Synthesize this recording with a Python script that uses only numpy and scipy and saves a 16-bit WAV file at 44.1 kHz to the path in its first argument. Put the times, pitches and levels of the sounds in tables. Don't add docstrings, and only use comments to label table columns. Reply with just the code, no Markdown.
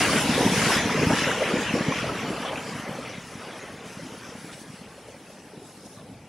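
import sys
import numpy as np
from scipy import signal
from scipy.fft import rfft, irfft, next_fast_len
from scipy.io import wavfile
from scipy.ndimage import uniform_filter1d

SR = 44100
rng = np.random.default_rng(int(sys.argv[2]) if len(sys.argv) > 2 else 0)


def unload_wav(signal):
    wavfile.write(
        sys.argv[1],
        SR,
        np.round(np.clip(np.atleast_2d(signal).T, -1, 1) * 32767).astype(np.int16),
    )


def gain_from_db(level_db):
    decades = np.asarray(level_db, float) / 20
    return 10 ** decades


N = 277124
TIME = np.arange(N) / SR


def whitewater():
    # lowest pitch in Hz, bubbles per second in one band,
    # size spread in dB, surge in dB, patch swell in dB, flicker in dB (the last three rms).
    sizes = [(24.998, 170, 1, 2.5, 1.5, 0.7), (125, 260, 0.9, 1.04, -0.1, 0.76),
             (350, 400, 0.93, -1, 0.75, -0.5), (900, 600, -1, -0.24, 1.23, 2.03),
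             (3500, 1500, -0.5, 0, 1.1, 2.5), (7500, 2400, 0, -0.14, 0.33, 2.2)]
    # rolling water in dB,
    # slowness of its effect in seconds, foam in dB, far surf in dB.
    feeds = [(-13, 1, -7.5, -61), (-4, 0.89, -30, -52), (-4, 0.45, -30, -52.5), (-1, 0.018, -20, -59.5),
             (-11.5, 0.04, 2.5, -89), (-40, .03, 0.4, -75)]
    # frequency in Hz, level in dB per Hz.
    surf_colour = [(18, -68), (30, -27), (152, -5.5), (257, -5.5), (361, -7.5), (457, -6), (695, -9.5),
                   (2380, -12.5), (4470, -20.5), (5510, -18), (8820, -27), (10300, -23.5), (11300, -28),
                   (12500, -46.5), (13600, -48), (15000, -41)]
    # frequency in Hz, side minus mid in dB.
    side_width = [(30, -22), (60, -15), (125, -35), (250, -36), (500, -24), (1100, -21.5), (2400, -16),
                  (4500, -9.5), (8000, -5), (10500, -2), (11700, 0), (12500, 0), (15000, 0)]
    spray_db, spray_low_hz = 0.68, 4560
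    knocks_per_s, knock_spread_db = 80, 1.18

    bass_edges = 25 * 2 ** (np.arange(12) / 3)
    middle_edges = 400 * 2 ** (np.arange(7) / 6)
    treble_edges = 900 * 2 ** (np.arange(51) / 12)
    edges = np.r_[bass_edges, middle_edges, treble_edges]
    tops = [row[0] for row in sizes[1:]] + [SR]

    knocks = [births(knocks_per_s, knock_spread_db) for _ in range(2)]
    patches = [walk(9) for _ in range(29)]
    spray = spray_db * walk(16)
    out = np.zeros((2, N))
    for size, top, supply in zip(sizes, tops, feeds):
        low, rate, spread_db, surge_db, patch_db, flicker_db = size
        surge = surge_db * walk(13)
        cloud, calm = np.zeros((2, N)), np.zeros(N)
        for a, b in zip(edges, edges[1:]):
            pitch = np.sqrt(a * b)
            if not low <= pitch < top:
                continue
            pair = bubble_band(a, b, rate, spread_db, knocks)
            third = int(np.log2(a * b / 625) * 3 / 2)
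            swell_db = surge + patch_db * patches[third] + flicker_db * walk(26)
            if a > spray_low_hz:
                swell_db = swell_db + spray
            pair *= np.sqrt(b - a) * gain_from_db(swell_db)
            calm += pair[0]
            cloud += pair * gain_from_db(tumbles(pitch))
        calm_rms = np.sqrt(np.mean(tint(calm, surf_colour) ** 2))
        out += cloud / calm_rms * feed(*supply)
    mid, side = (tint(channel, surf_colour) for channel in out)
    return np.array([mid, tint(side, side_width)])


def bubble_band(low_hz, high_hz, rate, spread_db, knocks):
    knock_share, knock_top_hz = 0.35, 340
    pair = np.array([unit(band(births(rate, spread_db), low_hz, high_hz)) for _ in range(2)])
    if high_hz < knock_top_hz:
        rung = []
        for knock in knocks:
            forward = band(knock, low_hz, high_hz)
            rung.append(unit(band(forward[::-1], low_hz, high_hz)[::-1]))
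        pair = np.sqrt(1 - knock_share) * pair + np.sqrt(knock_share) * np.array(rung)
    return pair


def births(rate, spread_db):
    luck, sign = rng.random(N) * SR / rate, rng.standard_normal(N)
    born = luck < 1
    out = np.zeros(N)
    out[born] = gain_from_db(-spread_db * np.log(luck[born])) * sign[born]
    return out


def feed(roll_db, slowness, foam_db, far_db):
    # time in seconds, level in dB before the share of the size.
    roll_course = [(0.0, -21.5), (0.19, -27.5), (0.24, -30), (0.68, -27), (0.72, -23.5), (0.86, -28),
                   (1.31, -28.5), (1.35, -30), (1.85, -32), (1.94, -32), (2.26, -36), (2.4, -35),
                   (3.01, -43), (3.06, -38.5), (3.24, -44.5), (3.55, -42.5), (3.71, -44.5), (4.55, -47.5),
                   (4.56, -49.5), (6.28, -59)]
    # time in seconds, level in dB before the share of the size.
    foam_course = [(0.0, -35), (0.26, -41), (0.5, -40.5), (0.54, -38), (0.77, -39), (0.82, -46),
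                   (1.05, -46.5), (1.15, -43.5), (1.42, -49), (2.82, -54.5), (3.6, -56.5), (3.83, -59.5),
                   (3.86, -54), (4.23, -57), (4.62, -54), (4.65, -60), (5.44, -62.5), (5.96, -59),
                   (6.02, -63.5), (6.28, -68)]
    roll = np.interp(TIME, *np.transpose(roll_course))
    roll = uniform_filter1d(roll, int(slowness * SR) + 1, mode="nearest")
    foam = np.interp(TIME, *np.transpose(foam_course))
    return np.sqrt(gain_from_db(roll + roll_db) ** 2 + gain_from_db(foam + foam_db) ** 2 + gain_from_db(far_db) ** 2)


def tumbles(hz):
    # middle in seconds,
    # swell in dB, pitch in Hz, half length in seconds (the hump falls to 1/e there).
    lumps = [(0.17, 4.5, 1780, 0.036), (0.332, 3, 3820, 0.1), (0.747, 2, 2000, 0.036),
             (0.17, 2, 200, 0.024), (0.32, 7, 170, 0.024), (0.414, 7.5, 576, 0.028), (0.485, 6, 202, 0.083),
             (0.6, 3.5, 3500, 0.12), (0.706, 5, 170, 0.031), (0.97, -3, 555, 0.036), (1.01, 7, 280, 0.037),
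             (1.11, 8.5, 220, 0.03), (1.066, 5.5, 100, 0.085), (1.354, -3, 200, 0.05), (1.65, 1, 250, 0.04),
             (1.845, 1, 300, 0.02), (3.254, -4.5, 450, 0.04), (3.6, -1, 120, 0.25), (0.657, 1, 1490, 0.07),
             (1.195, -3, 55, 0.22), (1.286, 3, 2000, 0.07), (1.123, 8, 675, 0.024), (1.188, 3, 3500, 0.073),
             (1.293, 9.5, 510, 0.013), (1.425, 7.5, 547, 0.013), (1.464, 2.5, 1900, 0.053),
             (1.578, 1.5, 2100, 0.021), (1.552, 7, 405, 0.048), (1.664, 4, 2010, 0.026),
             (1.772, 9.5, 447, 0.041), (1.892, 6, 450, 0.029), (1.986, 2.5, 2400, 0.05),
             (2.086, 6.5, 554, 0.042), (2.098, 2, 174, 0.091), (2.2, 1, 2600, 0.035), (2.273, 6, 400, 0.11),
             (2.3, 0, 1200, 0.44), (2.547, 8, 600, 0.1), (2.743, 2.5, 173, 0.13), (2.746, 1.5, 1120, 0.096),
             (2.908, 2.5, 1310, 0.13), (2.956, 5.5, 530, 0.13), (3.04, 3.5, 190, 0.098),
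             (3.51, 4.5, 730, 0.12), (3.884, 0.5, 590, 0.1), (4.05, 8, 250, 0.045), (4.126, 3, 500, 0.041),
             (4.304, 4.5, 590, 0.055), (4.353, 1, 60, 0.23), (4.467, 7.5, 244, 0.048),
             (4.535, 4, 5000, 0.014), (4.978, 1.5, 600, 0.14), (5.122, 2.5, 553, 0.025),
             (5.363, 3, 300, 0.037), (5.59, 4, 300, 0.045), (5.686, 4.5, 547, 0.026),
             (5.815, 6, 170, 0.064), (5.86, 6, 6500, 0.01), (5.957, 0, 1200, 0.029), (6.08, 5, 250, 0.064),
             (6.15, 7.5, 55.2, 0.31)]
    reach_octaves = 1
    s, db, pitch, half = np.transpose(lumps)
    coarse = TIME[::200]
    humps = np.exp(-((coarse - s[:, None]) / half[:, None]) ** 2)
    nearness = np.exp(-(np.log2(hz / pitch) / reach_octaves) ** 2)
    return np.interp(TIME, coarse, db * nearness @ humps)


def thuds():
    # middle in seconds, peak level in dB, pitch in Hz.
    pockets = [(0.159, -16, 232), (0.298, -24, 223), (0.41, -13.5, 243), (0.454, -14, 248),
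               (0.465, -9, 243), (0.491, -29, 225), (0.523, -15, 230), (0.581, -16.5, 190),
               (0.673, -18.5, 234), (0.77, -16.5, 230), (0.859, -14.5, 237), (0.956, -16.5, 225),
               (0.994, -16, 202), (1.036, -13, 258), (1.11, -17, 238), (1.135, -12.5, 230),
               (1.541, -13.5, 230), (1.569, -29, 223), (1.598, -27, 248), (1.71, -19, 212),
               (1.742, -12, 238), (1.757, -18, 258), (1.811, -14.5, 235), (1.887, -13.5, 190),
               (1.917, -22, 238), (1.96, -24, 235), (2.032, -21.5, 235), (2.077, -23, 286),
               (2.307, -21, 218), (2.404, -23.5, 261), (2.755, -25.5, 221), (2.799, -26, 219),
               (2.895, -22, 253), (3.184, -27, 192), (3.357, -27.5, 198), (3.744, -33, 210),
               (3.811, -39, 210), (3.865, -33, 200), (3.975, -31, 203), (4.07, -30, 241),
               (4.356, -31.5, 200), (4.447, -30, 238), (4.549, -41, 150), (4.618, -34, 230),
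               (4.704, -33.5, 171), (4.742, -36.5, 171), (4.817, -33, 200), (5.578, -31, 204),
               (5.62, -43, 260), (6.1, -34, 194)]
    thud_cycles = 0.66
    out = np.zeros(N)
    for s, db, hz in pockets:
        half = int(2 * thud_cycles * SR / hz)
        cycles = np.arange(-half, half) * hz / SR
        swing = np.cos(2 * np.pi * cycles) * np.exp(-(cycles / thud_cycles) ** 2)
        i = int(s * SR)
        out[i - half:i + half] -= gain_from_db(db) * swing
    return out


def plops():
    # start in seconds, peak level in dB, pitch in Hz.
    plop_rows = [(0.068, -37, 695), (0.132, -20, 580), (0.378, -17, 510), (0.428, -16.5, 464),
                 (0.562, -25, 443), (0.72, -20, 785), (0.85, -28, 450), (0.946, -18, 432),
                 (0.975, -19.5, 603), (1.028, -17.5, 470), (1.101, -29, 750), (1.141, -23, 495),
                 (1.268, -21, 546), (1.374, -23, 508), (1.405, -21, 540), (1.598, -28, 452),
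                 (1.717, -25, 530), (1.75, -23, 517), (1.808, -26, 496), (1.908, -28, 536),
                 (2.041, -23, 630), (2.1, -29, 448), (2.248, -27, 840), (2.306, -31, 541), (2.38, -27, 650),
                 (2.449, -26.5, 665), (2.492, -39, 535), (2.529, -29, 610), (2.665, -37, 553),
                 (2.986, -28.5, 514), (3.319, -38, 530), (3.396, -41, 441), (3.479, -40, 370),
                 (3.628, -39, 417), (3.993, -33, 534), (4.319, -38, 480), (4.576, -39, 550),
                 (4.82, -43, 616), (4.978, -39, 547), (5.084, -37, 597), (5.143, -40, 533), (5.3, -44, 590),
                 (5.378, -51, 506), (5.534, -37.5, 416), (5.616, -38, 393)]
    return bubbles(plop_rows, 2.9)


def drops():
    # start in seconds, peak level in dB, pitch in Hz.
    drop_rows = [(0.0936, -18, 1170), (0.388, -25, 1700), (0.472, -21, 925), (0.5744, -24, 1550),
                 (0.616, -21, 1340), (0.7034, -16, 1085), (0.895, -25, 1260), (1.1356, -19, 1730),
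                 (1.2406, -19, 1800), (1.314, -18, 1540), (1.4326, -20.5, 2010), (1.6938, -23, 2700),
                 (1.921, -22, 1070), (2.1897, -26, 2700), (2.4483, -30, 1080), (2.5575, -28, 2590),
                 (2.723, -32, 1130), (3.0605, -36, 2500)]
    return bubbles(drop_rows, 5.9)


def bubbles(table, ring_cycles):
    rise_cycles = 1
    glide = 0.041
    out = np.zeros(N + SR)
    t = np.arange(SR // 10) / SR
    for s, db, hz in table:
        cycles = t * hz
        shape = (1 - np.exp(-cycles / rise_cycles)) * np.exp(-cycles / ring_cycles)
        turns = cycles * (1 - glide + glide * cycles / ring_cycles / 2) + rng.random()
        i = int(s * SR)
        out[i:i + len(t)] += gain_from_db(db) * shape / shape.max() * np.sin(2 * np.pi * turns)
    return out[:N]


def splashes():
    # start in seconds, peak level in dB, pitch in Hz, length in seconds.
    landings = [(0.706, -25, 5460, 0.045), (0.734, -25, 3470, 0.12), (1.541, -20.5, 506, 0.054),
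                (1.656, -27, 2870, 0.052), (1.976, -36, 2500, 0.044), (2.449, -29, 3150, 0.069),
                (2.552, -35, 2550, 0.035), (2.57, -29.5, 2590, 0.022), (3.048, -34, 2520, 0.035),
                (3.083, -42, 5350, 0.045), (3.517, -43, 3450, 0.045), (3.982, -46, 5750, 0.045),
                (4.481, -41, 1290, 0.056), (4.527, -40, 3470, 0.026), (4.828, -48, 2830, 0.058),
                (5.386, -49, 5700, 0.041), (5.96, -45, 1100, 0.076)]
    out = np.zeros((2, N))
    t = np.arange(SR // 5) / SR
    for s, db, hz, length in landings:
        rise = 4 * t / length
        hiss = band(rng.standard_normal((2, len(t))), 0.92 * hz, 1.083 * hz)
        burst = hiss * rise * np.exp(-rise)
        burst = burst / np.abs(burst[0]).max()
        i = int(s * SR)
        out[:, i:i + len(t)] += gain_from_db(db) * burst * [[1], [hz / 14000]]
    return out


def on_log(table, hz):
    f, db = np.transpose(table)
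    return np.interp(np.log(np.maximum(hz, 1)), np.log(f), db)


def tint(x, table):
    size = next_fast_len(N)
    hz = np.arange(size // 2 + 1) * SR / size
    return irfft(rfft(x, size) * gain_from_db(on_log(table, hz)), size)[:N]


def band(x, low_hz, high_hz):
    sos = signal.butter(2, [low_hz, high_hz], "band", fs=SR, output="sos")
    return signal.sosfilt(sos, x)


def unit(x):
    return x / np.sqrt(np.mean(x ** 2))


def walk(rate):
    levels = rng.standard_normal(int(N * rate / SR) + 2)
    line = np.interp(TIME * rate, np.arange(len(levels)), levels)
    return unit(uniform_filter1d(line, int(SR / rate / 2)))


def scene():
    # time in seconds, gain of the side in dB.
    side_course = [(0, 3.5), (1.8, 2.5), (2.6, -0.5), (3.0, -2), (3.8, -3), (4.2, -2), (5.0, 1.5),
                   (6.28, 3.5)]
    mid, side = whitewater() + splashes()
    mid = mid + thuds() + plops() + drops()
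    side = side * gain_from_db(np.interp(TIME, *np.transpose(side_course)))
    return np.array([mid + side, mid - side])


def band_limit(x):
    return signal.sosfilt(signal.butter(12, 15850, fs=SR, output="sos"), x)


def record(dry):
    # frequency in Hz, left minus right in dB.
    left_lean = [(60, 0), (400, 0.54), (1000, 0.2), (2500, 1), (5000, 2.5), (9000, -2.5), (11500, 4),
                 (13000, 3.5)]
    half_lean = np.array(left_lean) * [1, 0.5]
    left = tint(dry[0], half_lean)
    right = tint(dry[1], half_lean * [1, -1])
    cut = signal.ellip(10, 0.2, 60, 15720, fs=SR, output="sos")
    mix = signal.sosfilt(cut, np.array([left, right]))
    return band_limit(mix)


dry = scene()
out = record(dry)
unload_wav(out)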